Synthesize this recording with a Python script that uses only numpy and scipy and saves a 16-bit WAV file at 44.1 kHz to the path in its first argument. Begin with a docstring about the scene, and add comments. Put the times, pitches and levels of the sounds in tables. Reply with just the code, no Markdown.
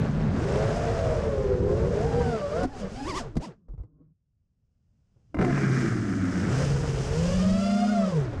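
"""A racing quadcopter heard from its own frame: four three-bladed propellers whine over wind and propeller wash.
It flips and tumbles into a lawn; its motors buzz at idle and fall silent, leaving a faint background.
They restart, thrash the grass and lift it off again, one bent propeller shaking the frame.
Blade-pass phase drives tones, pulsed noise and overtones; struck modes and noise bursts make the knocks."""
import sys
import numpy as np
from scipy import signal
from scipy.fft import rfft, irfft
from scipy.io import wavfile
from scipy.ndimage import uniform_filter1d

SR = 44100
rng = np.random.default_rng(int(sys.argv[2]) if len(sys.argv) > 2 else 0)


def to_wav(s):
    """Save 16-bit WAV."""
    ch = np.atleast_2d(s).T  # columns
    pcm = np.round(np.clip(ch, -1, 1) * 32767)  # PCM
    wavfile.write(sys.argv[1], SR, pcm.astype(np.int16))


N = 370440
TIME = np.arange(N) / SR

# the first strike ends the flight; the flips end; the motors fall silent on the lawn and start again
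STRIKE_S, FLIPS_END_S, STOP_S, RESTART_S = 2.657, 3.42, 4.13, 5.385

# how deep the propellers sit in the grass: time_s, share (0-1)
GRASS_DEPTH = [(5.345, 0.03), (5.39, 0.83), (5.9, 0.94), (6.4, 0.87), (6.65, 0.41), (7.1, 0.09),
               (7.4, 0.04)]
# how rough the air is that the propellers bite into: time_s, turbulence (0-1)
TURBULENCE = [(0, 0.97), (1.0, 0.79), (1.35, 0.6), (1.8, 0.78), (2.0, 0.66), (2.25, 0.3), (2.6, 0.28),
              (2.75, 0.54), (3.05, 0.3), (3.45, 0.37), (5.4, 0.84), (7.1, 0.57), (7.7, 0.03), (8.0, 0.1),
              (8.4, 0.73)]
# relative spectrum of the propeller wash: frequency_hz, level_db
WASH_SPECTRUM = [(100, -9), (230, 2), (420, 11.5), (680, 6), (900, 0), (1500, -1.5), (2200, -9.5),
                 (3000, -15.5), (4500, -18.5), (9000, -42.5)]
# relative spectrum of the blade-tip hiss: frequency_hz, level_db
HISS_SPECTRUM = [(1500, -10), (2800, 2), (3700, -5.5), (4600, -3), (4900, 2), (5400, 1), (6500, -0.5),
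                 (8000, -5), (10000, -15), (12000, -26), (15000, -35.5)]


def undb(db):
    """Decibels to amplitude: 20 dB is a factor of ten."""
    return np.exp(np.asarray(db) * (np.log(10) / 20))


def curves(table):
    """Linear interpolation in time of each column of a table."""
    s, *columns = np.transpose(table)
    return [np.interp(TIME, s, c) for c in columns]


def unit(x):
    """Normalisation to rms 1."""
    return x / np.sqrt(np.mean(x ** 2))


def colour(x, points):
    """Spectral shaping by (Hz, dB) points, with roll-offs at both ends."""
    hz, db = np.transpose(points)
    f = np.maximum(np.fft.rfftfreq(N, 1 / SR), 1)
    fade = 1 / (1 + (f / hz[-1]) ** 4) / (1 + (hz[0] / f / 2) ** 2)
    response = fade * undb(np.interp(np.log(f), np.log(hz), db))
    return irfft(rfft(x) * response, N)


def noise(points, gate=1):
    """Amplitude-modulated white noise, then coloured and brought to rms 1."""
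    return unit(colour(gate * rng.standard_normal(N), points))


def walk(rate):
    """Slow random modulation: levels held 1 / rate s and smoothed twice; spread 1."""
    k = max(int(SR / rate), 2)
    held = np.repeat(rng.standard_normal(N // k + 1), k)
    return unit(uniform_filter1d(uniform_filter1d(held, k), k)[:N])


def after(s):
    """A smooth step from 0 to 1 at time s, so that one stage quickly gives way to the next."""
    change_s = 0.0046
    return .5 + .5 * np.tanh((TIME - s) / change_s)


def by_speed(hz, db, knee_hz, steepness):
    """Power-law radiation: gain grows as a power of blade speed and levels off above a knee."""
    return undb(db) / (1 + (knee_hz / hz) ** steepness)


def per_motor(table):
    """The columns of a table with one row for each motor, ready to spread over time."""
    return np.transpose(table)[:, :, None]


def roughness():
    """Turbulence of the inflow over time, 0 to 1."""
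    return np.clip(curves(TURBULENCE)[0], 0, 1)


def grass_share():
    """Immersion of the propellers in the grass over time, 0 to 1."""
    return np.clip(curves(GRASS_DEPTH)[0], 0, 1)


def four_speeds(lead, bent, balanced, hunt=.035):
    """Beating of near-equal tones: in calm air the fourth motor pairs with the lead; in rough air it hunts."""
    pair_ratio = 1.02
    rough = roughness()
    # around the mean speed of the others
    hunting = (lead + bent + balanced) / 3 * (1 + hunt * walk(6))
    fourth = rough * hunting + (1 - rough) * pair_ratio * lead
    return np.array([lead, bent, balanced, fourth])


def flight():
    """Rotor noise in flight: tones follow the swinging speeds, wash and hiss follow the blade load."""
    # swoop to the lawn: time_s, lead_hz, bent_hz, balanced_hz (nominal blade-pass rates), relative load_db
    swoop = [(0, 221.2, 165.2, 145.3, -38.5), (.3, 212.4, 150, 159.9, -40), (.45, 480, 355, 385, -36.5),
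             (.56, 618, 416, 524, -33.5), (.8, 709, 456.5, 596, -35.5), (1.12, 624, 481.8, 539.5, -36.5),
             (1.38, 531.5, 408.5, 410, -41.5), (1.63, 485, 398, 355.2, -44.5),
             (1.76, 547, 427.3, 348, -40.5), (1.9, 570, 478.8, 392.7, -41),
             (1.99, 618, 448.2, 414.4, -36.5), (2.08, 812, 459, 441.7, -39),
             (2.2, 789.5, 481, 457.4, -37.5), (2.32, 712, 469, 443.7, -37), (2.4, 592, 410, 435.3, -39.5),
             (2.47, 570.8, 381.2, 404.4, -39), (2.53, 598, 441.4, 410.4, -38),
             (2.6, 731.7, 532.4, 462.6, -38), (2.64, 741, 551, 469, -38)]
    # effort, the slower three easing off just before the strike: time_s, lead_tone_db, slower_tones_db, shake_db
    effort = [(.2, -3, -1, -7), (.45, -4.5, -1, 6.5), (.75, 0, -3.5, 5), (1.1, 1.5, -3.5, -11),
              (1.65, 1, 3, -8), (1.95, 0, 0, 0.5), (2.1, -2, 4.5, 5.5), (2.33, 0, 0.5, 8.5),
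              (2.39, 0, -5, 4), (2.44, 6, -31, -3), (2.51, -1.5, -15, -17.5), (2.55, 2.5, 1.5, 2),
              (2.64, 3.5, 3, 5)]
    # lead, bent, balanced and fourth motor before effort is added: blade_tone_db, shaft_shake_db
    motor_levels = [(-33.5, -47.5), (-33.5, -46.5), (-36.5, -57), (-46.5, -51)]
    hiss_against_load_db, hiss_knee_hz = -13, 243
    lead, bent, balanced, load_db = curves(swoop)
    lead_db, slower_db, shaking_db = curves(effort)
    tone_db, shake_db = per_motor(motor_levels)
    tone_db = tone_db + np.array([lead_db, slower_db, slower_db, slower_db])
    hiss = by_speed(lead, load_db + hiss_against_load_db, hiss_knee_hz, 2.0)
    speeds = four_speeds(lead, bent, balanced)
    return speeds, undb(tone_db), undb(shake_db + shaking_db), undb(load_db), hiss


def through_frame(hz):
    """Structural transmission: how well the frame passes a motor tone of this frequency to the microphone."""
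    # gain of the frame: frequency_hz, level_db
    frame_response = [(100, -5.5), (150, 4.5), (210, 0.5), (330, -3), (460, -0.5), (620, -2.5), (800, -5),
                      (1200, 4.5)]
    points_hz, db = np.transpose(frame_response)
    return undb(np.interp(np.log(hz), np.log(points_hz), db))


def motor(blade_hz, tone_gain, shake_gain, flutter_db=3.1, skirt=0.65, wobble_db=-27):
    """Blade-pass tone and imbalance: three pulses and one shake per turn. Returns sound and blade phase."""
    octave_db, octave_knee_hz, octave_top_hz, octave_blur_rad = -6.5, 545, 2350, .75
    rough = roughness()
    # the flight controller nudges the speed, more so in rough air
    nudges = (0.003034 + 0.00895 * rough) * walk(30) + .002 * walk(170)
    speed = blade_hz * (1 + nudges)
    blade = 2 * np.pi * (np.cumsum(speed) / SR + rng.random())
    shaft = blade / 3
    # eddies vary the load on the blades and spread the tone into a noisy skirt
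    eddies = skirt * rough * (np.sin(blade) * walk(230) + np.cos(blade) * walk(230))
    # a fast blade adds an octave, strongest in calm air
    octave_gain = (1 - 0.76 * rough) * by_speed(blade_hz, octave_db + 3.9 * walk(70), octave_knee_hz, 3.2)
    octave_gain = octave_gain / (1 + (2 * blade_hz / octave_top_hz) ** 8)
    octave = octave_gain * np.sin(2 * blade + octave_blur_rad * walk(110))
    whine = np.sin(blade) * undb(flutter_db * walk(45)) + eddies + octave
    wobble = undb(wobble_db + 2 * walk(38)) * np.sin(2 * shaft)
    shake = np.sin(shaft) * undb(2.1 * walk(30)) + wobble
    tone_gain = tone_gain * through_frame(blade_hz)
    shake_gain = shake_gain * through_frame(blade_hz / 3)
    return np.sqrt(2) * (tone_gain * whine + shake_gain * shake), blade


def propellers(speeds, tones, shakes):
    """Superposition: four motors at different speeds beat together. Returns sound and blade phases."""
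    motors = [motor(*settings) for settings in zip(speeds, tones, shakes)]
    return sum(m[0] for m in motors), [m[1] for m in motors]


def rasp(blade, onset_hz=570, steepness=6):
    """Harmonics of a sharp pulse: above a certain tip speed each blade throws a row of flickering overtones."""
    # relative spectrum of the rasp through the casing: frequency_hz, level_db
    rasp_spectrum = [(1000, -3), (1400, 6), (2200, 1.5), (2500, -1), (2850, 1.5), (3500, -0.5), (3950, -4),
                     (4300, -3), (4850, 2), (5700, -6.5), (6400, -8.5)]
    # its upper continuation: frequency_hz, level_db
    rasp_treble = [(8000, -11), (10000, -16), (13000, -31)]
    hz = np.gradient(blade) * SR / (2 * np.pi)
    # flexing blades arrive a little early or late, which blurs the high overtones most
    tip = blade + .085 * walk(150) + .32 * walk(30)
    # the overtones swell and fade in three unrelated groups
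    flicker = [undb(3.5 * walk(70)) for _ in range(3)]
    comb = sum(np.cos(k * tip + rng.uniform(0, 2 * np.pi)) * flicker[k % 3] for k in range(3, 15))
    # unequal blades put weaker lines between the overtones
    uneven = 1 + .55 * np.cos(blade / 3)
    return unit(colour(comb * uneven, rasp_spectrum + rasp_treble)) / (1 + (onset_hz / hz) ** steepness)


def air(blades, wash_gain, hiss_gain, chop=0.91):
    """Modulated turbulence noise: wash and tip hiss pulse with every blade; grass replaces the wash."""
    # share of the rasp from the lead, bent, balanced and fourth motor: weight
    rasp_shares = [1, .55, .2, .6]
    calm_wash_db = -3.5  # smooth air makes less wash
    grass = grass_share()
    calm = 1 - roughness()
    # the lead propeller weighs most
    pulses = [w * (1 + np.clip(chop, 0, 1) * np.cos(b)) ** 4 for w, b in zip([2.5, 1.9, 0.44, 0.22], blades)]
    gate = np.sqrt(sum(pulses))
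    wash = noise(WASH_SPECTRUM, gate) * undb(3.5 + calm_wash_db * calm + 1.2 * walk(40))
    stems = thrash(blades) * undb(6.5 + 1.4 * walk(50))
    # calm air keeps the tip pulses regular; rough air smears them into hiss
    hiss = noise(HISS_SPECTRUM, gate) * undb(-2.8 * calm + .9 * walk(45))
    tips = (.1 + 1.7 * calm) * sum(share * rasp(blade) for share, blade in zip(rasp_shares, blades))
    wash_or_stems = np.sqrt(1 - grass) * wash + np.sqrt(grass) * stems
    return wash_gain * wash_or_stems + hiss_gain * (hiss + tips)


def buffeting(gust_db=1.5):
    """Pressure fluctuations of wind on the microphone, lower in pitch after the strike; flips add a rumble."""
    # relative spectrum of the wind: frequency_hz, level_db
    wind_spectrum = [(15, -14), (30, -2), (65, 2.5), (110, 2.5), (170, -2.5), (260, -11.5), (450, -30),
                     (1000, -40)]
    # wind level before gusts: time_s, level_db
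    airflow = [(0, -29), (.6, -27.5), (2.2, -28), (2.45, -42.5), (2.62, -33), (2.69, -44), (2.8, -44.5),
               (3.2, -38), (3.33, -48), (3.41, -47), (3.45, -58), (4.04, -67.5), (4.35, -74), (5.33, -61.5),
               (5.39, -39), (6.25, -45.5), (6.65, -30), (7.5, -31), (7.8, -50), (8.4, -34.5)]
    slow_pitch, flip_rumble_db = 0.87, -44.5  # at low airspeed the spectrum shifts down by this factor
    slow = after(STRIKE_S)
    slow_spectrum = [(hz * slow_pitch, db) for hz, db in wind_spectrum]
    eddies = (1 - slow) * noise(wind_spectrum) + slow * noise(slow_spectrum)
    # air rolls over the microphone while the frame spins
    spinning = slow - after(FLIPS_END_S)
    rumble = spinning * undb(flip_rumble_db) * noise([(18, -4.5), (30, -4), (50, -5)])
    return eddies * undb(curves(airflow)[0] + gust_db * walk(14)) + rumble


def knocks(snap_s=0.007, attack_s=0.00068, detune=0.012):
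    """Impact and modal decay: a blow thumps and rings the frame, crushes grass and, if hard, snaps a blade."""
    # blows: start_s, thump_hz, thump_db, thump_s (rise), crunch_db, crunch_s (decay), snap_db, ring_db
    blows = [(2.633, 92.8, -20, 0.003, -21, 0.015, -41, -49),
             (2.645, 257, -20, 0.0091, -41, .008, -57, -46),
             (3.354, 150.5, -21.5, 0.016, -34, 0.018, -57, -58),
             (3.366, 232.6, -18, 0.0067, -30, .012, -51, -48),
             (3.369, 59.7, -25, 0.011, -32, 0.0072, -47, -35),
             (3.684, 42.2, -31.5, 0.027, -49, 0.03, -88, -68),
             (3.736, 127.7, -34, 0.0078, -52, 0.0095, -83, -73),
             (3.778, 70, -31.5, 0.011, -52, .030, -83, -65),
             (3.797, 56.8, -25.5, 0.01, -56, 0.021, -89, -75),
             (3.834, 110, -42, 0.013, -49, 0.01, -90, -65),
             (5.16, 109.4, -53, 0.0077, -64, 0.023, -98, -84),
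             (5.344, 270, -29, 0.012, -26, 0.015, -57, -29.5),
             (5.368, 57.5, -27, 0.023, -33, 0.02, -68, -33),
             (5.388, 200.5, -26, 0.0074, -30, 0.04, -52, -24),
             (5.412, 330.3, -30, 0.0082, -34, 0.013, -48, -25),
             (5.421, 382, -24, 0.0063, -24, .01, -51, -27), (5.446, 260, -25, 0.0065, -24, .008, -43, -22),
             (5.479, 350, -21, 0.0047, -27, 0.0092, -58, -35),
             (5.506, 199.4, -26, 0.0059, -32, .008, -55, -27),
             (5.527, 219.6, -18, 0.0058, -39, 0.0077, -57, -25.5),
             (5.576, 294.6, -28, 0.0076, -30, .008, -56, -23)]
    # modes of the struck frame: nominal frequency_hz, relative level_db, t60_s
    frame_modes = [(349, -9.5, 0.033), (575, -2.5, 0.028), (700, -3.5, .04), (1028, -10, 0.086),
                   (1280, -4.5, 0.03), (1565, -8.5, 0.03), (1860, -9.5, 0.02), (2060, -10.5, 0.065),
                   (2350, -11.5, 0.025), (2810, -17.5, .03)]
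    # relative spectrum of crushed grass: frequency_hz, level_db
    crunch_spectrum = [(40, 10), (150, 5), (320, 9.5), (600, -3.5), (1300, -14), (2200, -41), (3000, -36.5),
                       (8000, -38)]
    out, crunch = np.zeros(N), noise(crunch_spectrum)
    snap = noise([(800, -19.0), (2000, -11.0), (5000, 0.5), (10000, -10.5), (13000, -29)])
    mode_hz, mode_db, t60 = np.transpose(frame_modes)[:, :, None]
    for s, hz, thump_db, thump_s, crunch_db, crunch_s, snap_db, ring_db in blows:
        span = slice(int(s * SR), int(s * SR) + SR // 2)
        t = TIME[span] - TIME[span][0]
        thump = np.sin(2 * np.pi * hz * t) * (t / thump_s) ** 2 * np.exp(2 - 2 * t / thump_s)
        grit = undb(crunch_db) * crunch[span] * np.exp(-t / crunch_s)
        grit = grit + undb(snap_db) * snap[span] * np.exp(-t / snap_s)
        # every blow lands on another spot, so the ring is never quite the same
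        shift, phase = rng.uniform(-1.27, 1, (2, len(mode_hz), 1))
        waves = np.sin(2 * np.pi * mode_hz * (1 + detune * shift) * t + np.pi * phase)
        modes = undb(mode_db) * waves * np.exp(-np.log(1000) * t / t60)
        attack = 1 - np.exp(-t / attack_s)
        out[span] += undb(thump_db) * thump + (grit + undb(ring_db) * modes.sum(axis=0)) * attack
    return out


def tumble():
    """First-order rotor inertia: propellers chase each burst of throttle and coast to idle; levels follow speed."""
    # the controller fights the tumble: start_s, length_s, lead_hz, bent_hz (commanded), tone_db, wash_db, hiss_db
    bursts = [(2.6, 0.15, 930, 201, -7.5, -3.5, -12), (2.725, 0.079, 680, 658, -3.5, 3, 7.5),
              (2.806, 0.044, 440, 419, 16.5, 5.5, 6.5), (2.849, 0.069, 630, 472, -10, 0, 1),
              (2.913, 0.14, 866, 260, 3, 0.5, 0), (3.053, 0.045, 1440, 948, -2.5, 7.5, 5),
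              (3.1, 0.036, 630, 558, 6, 1, 0), (3.136, .043, 1460, 1325, -2.5, 2, 12.5),
              (3.179, 0.18, 260, 290, 5.5, 4, 3.5), (3.392, 0.056, 1450, 903, -8.5, -14, -4),
              (3.96, 0.09, 160, 160, 7, 21, 0)]
    # lead, bent, balanced and fourth motor, full levels before the bursts' accents: blade_tone_db, shaft_shake_db
    motor_levels = [(-37, -35.5), (-39, -42.5), (-44.5, -44.5), (-45, -40)]
    idle_hz, spin_lag_s = 151.7, .05
    # shares of the bent and the lead motor's bursts that the other two follow
    balanced_surge, fourth_surge = .6, .9
    hiss_settle_s = .3  # decay of the tip hiss once the flips are over
    # growth with speed: level before accents (dB), knee (Hz), steepness
    tone_growth, wash_growth, hiss_growth = (0, 646, 2.84), (-47.5, 361, 7.9), (-42.5, 1013, 3.47)
    command = np.zeros((5, N))
    for start, length, lead_hz, bent_hz, *levels_db in bursts:
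        span = slice(int(start * SR), int((start + length) * SR))
        command[:, span] = np.array([lead_hz - idle_hz, bent_hz - idle_hz, *levels_db])[:, None]
    keep = np.exp(-1 / (spin_lag_s * SR))
    lead, bent, accent_db, wash_db, hiss_db = signal.lfilter([1 - keep], [1, -keep], command)
    tone_db, shake_db = per_motor(motor_levels)
    hz = idle_hz + np.abs([lead, bent, balanced_surge * bent, fourth_surge * lead])
    running = 1 - after(STOP_S)
    drive = running * undb(accent_db) * by_speed(hz, *tone_growth)
    stirring = running * np.exp(-np.maximum(TIME - FLIPS_END_S, 0) / hiss_settle_s)
    wash = undb(wash_db) * by_speed(hz[0], *wash_growth)
    hiss = undb(hiss_db) * by_speed(hz[0], *hiss_growth)
    return hz, drive * undb(tone_db), drive * undb(shake_db), running * wash, stirring * hiss


def idle(blades):
    """Phase-blurred harmonics: coasting and idling in the grass, the motors buzz unevenly until they stop."""
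    # level of the buzz before its unevenness: time_s, level_db
    buzz_level = [(3.5, -58), (3.6, -77), (3.9, -79), (4.01, -71), (4.13, -88)]
    # relative spectrum of the buzz: frequency_hz, level_db
    buzz_spectrum = [(280, 5), (600, -16.5), (850, -32), (1060, -19), (1500, -31)]
    lines = sum(np.sin(k * blade + 1.8 * walk(70)) for blade in blades[:2] for k in range(2, 11))
    uneven_db = 2.5 * walk(35)
    idling = after(FLIPS_END_S) - after(STOP_S)
    return unit(colour(lines, buzz_spectrum)) * undb(curves(buzz_level)[0] + uneven_db) * idling


def lawn():
    """Stationary background noise, very faint, that swells while the motors are silent and then holds."""
    low_db, hiss_db, swell_db_per_s = -103, -108, 19  # both levels hold before the swell
    swell_db = swell_db_per_s * (np.clip(TIME, STOP_S, RESTART_S) - STOP_S)
    return undb(swell_db) * (undb(low_db) * noise(WASH_SPECTRUM) + undb(hiss_db) * noise(HISS_SPECTRUM))


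def lift_off():
    """Drag and imbalance: grass slows the balanced motor until they climb clear; the bent one shakes the frame."""
    # out of the grass and up: time_s, lead_hz, bent_hz (nominal blade-pass rates), bent_shake_db, relative load_db
    climb = [(5.39, 385, 369.6, -32.5, -41.5), (5.56, 328, 424.5, -33.5, -44.5),
             (5.68, 332, 400, -26.5, -43), (5.82, 345, 400, -30, -42.5), (5.95, 310, 354.9, -29.5, -45.5),
             (6.12, 275, 319.6, -28.5, -46.5), (6.42, 295, 274.7, -30, -42),
             (6.61, 520, 421.2, -27.5, -38.5), (6.8, 480, 412.9, -33, -42.5),
             (7.08, 425, 389.9, -32, -40.5), (7.2, 500, 487.4, -34, -39.5), (7.35, 585, 544.9, -29, -41),
             (7.62, 677, 587.7, -26, -44), (7.92, 722, 628, -25.5, -46), (8.07, 626.5, 565, -26.5, -42),
             (8.2, 428, 436.2, -33, -40), (8.3, 288, 337.3, -33, -44.5), (8.4, 241, 284.5, -44, -41.5)]
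    # lead, bent, balanced and fourth motor: tone_in_grass_db, tone_in_free_air_db, shake_against_bent_db
    motor_levels = [(-35.5, -29, -7), (-39, -34, 0), (-36, -41, -22), (-33.5, -35.5, -32)]
    tone_knee_hz = 455  # in free air the blade tones fade below this speed
    # the balanced motor's speed against the bent one; the share of it that full grass takes away
    balanced_share, grass_drag = .93, .38
    grass_wash_db, hiss_db, hiss_knee_hz, hiss_rise_s = 9, 3, 428, 0.13  # levels against the load
    clear_s, hiss_fall_db_per_s = 7.907, 33  # once clear of the lawn, the hiss thins
    lead, bent, bent_db, load_db = curves(climb)
    grass = grass_share()
    grass_db, free_db, shake_db = per_motor(motor_levels)
    hz = four_speeds(lead, bent, bent * balanced_share * (1 - grass_drag * grass))
    tone = grass ** 2 * undb(grass_db) + (1 - grass) ** 2 * by_speed(hz, free_db, tone_knee_hz, 3.01)
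    thinning_db = hiss_fall_db_per_s * np.maximum(TIME - clear_s, 0)
    build_up = 1 - np.exp(-np.abs(TIME - RESTART_S) / hiss_rise_s)
    hiss = by_speed(bent, load_db + hiss_db - thinning_db, hiss_knee_hz, 1.4) * build_up
    return hz, tone, undb(bent_db + shake_db), undb(load_db + grass_wash_db * grass), hiss


def thrash(blades, scatter_db=-3.0, swish=0.06, snap_fade_s=0.49):
    """Impulse excitation: the lowest blade of each propeller slaps grass once a turn; motors grind under load."""
    # relative spectrum of struck grass: frequency_hz, level_db
    grass_spectrum = [(60, -16), (170, 30.5), (320, 18), (450, -7), (560, 3), (700, 6), (900, -9),
                      (1300, 9.5), (1700, 8), (2350, 0), (2650, -15.5), (3600, -21), (5100, -26.5),
                      (6000, -12.5), (7000, -27), (7900, -13), (9000, -33)]
    push = swish * rng.standard_normal(N)
    for weight, blade in zip([0.55, 0.69, 0.19, 0.058], blades):
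        turns = np.floor(blade / (6 * np.pi))
        slaps = np.diff(turns, prepend=turns[0])
        push = push + weight * slaps * undb(scatter_db * rng.standard_normal(N))
    # standing stems snap loudly until they are mown down: about 260 snaps a second
    standing = np.exp(-np.abs(TIME - GRASS_DEPTH[1][0]) / snap_fade_s)
    snaps = (rng.random(N) < 260 / SR) * rng.uniform(-2.5, 2.5, N)
    push = push * (1 - .5 * standing) + standing * snaps
    return unit(colour(push, grass_spectrum)) + labour(blades)


def labour(blades):
    """Shaft-order noise: motors held back by grass grind at high multiples of shaft speed, in wavering lines."""
    # relative level of the lead, bent and balanced motor: level_db
    motor_levels_db = [-1, 2, -6]
    labour_db, peak_s, width_s = -10.5, 5.776, 0.26  # level against the slapped grass
    jolt_rad = 1.1  # the stems jolt the shafts and smear the lines
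    coil_count, coil_db = 12, -8.5  # the bent motor's coils keep one line clearer
    lines = sum(undb(motor_db + 2 * walk(80)) * np.sin(order * blade / 3 + jolt_rad * walk(110))
                for motor_db, blade in zip(motor_levels_db, blades) for order in range(10, 19))
    coil_line = unit(np.sin(coil_count * blades[1] / 3 + .5 * walk(90)))
    coils = undb(coil_db + 2 * walk(50)) * coil_line
    strain = np.exp(-((TIME - peak_s) / width_s) ** 2)
    return undb(labour_db) * (unit(lines) + coils) * strain


def growl(blade):
    """Random amplitude and phase modulation: breaking free of the stems, the lead propeller gives a hoarse tone."""
    peak_s, width_s, tone_db, octave_db = 5.46, 0.073, -32.5, -33.5
    tone, octave = (np.sin(k * blade + .6 * walk(130)) * undb(3 * walk(110)) for k in (1, 2))
    return (undb(tone_db) * tone + undb(octave_db) * octave) * np.exp(-((TIME - peak_s) / width_s) ** 2)


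def controls():
    """Crossfade of flight, tumble and lift-off: speeds, then gains of tones, shakes, wash and hiss."""
    struck, restarted = after(STRIKE_S), after(RESTART_S)
    return [(1 - struck) * a + (struck - restarted) * b + restarted * c
            for a, b, c in zip(flight(), tumble(), lift_off())]


def scene():
    """Near-field superposition: sources and microphone share one frame, so there is no distance and no echo."""
    speeds, tones, shakes, wash, hiss = controls()
    whine, blades = propellers(speeds, tones, shakes)
    motors = whine + air(blades, wash, hiss) + idle(blades) + growl(blades[0])
    return (motors + buffeting() + knocks() + lawn())[None]


def record(dry):
    """Soft saturation rounds off the loudest peaks; an elliptic low-pass filter then cuts the top."""
    ceiling, top_hz = .17, 14900  # ceiling as an amplitude ahead of the filter
    held = dry / (1 + (dry / ceiling) ** 6) ** (1 / 6)
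    return signal.sosfilt(signal.ellip(8, .2, 70, top_hz, fs=SR, output="sos"), held)


dry = scene()
out = record(dry)
to_wav(out)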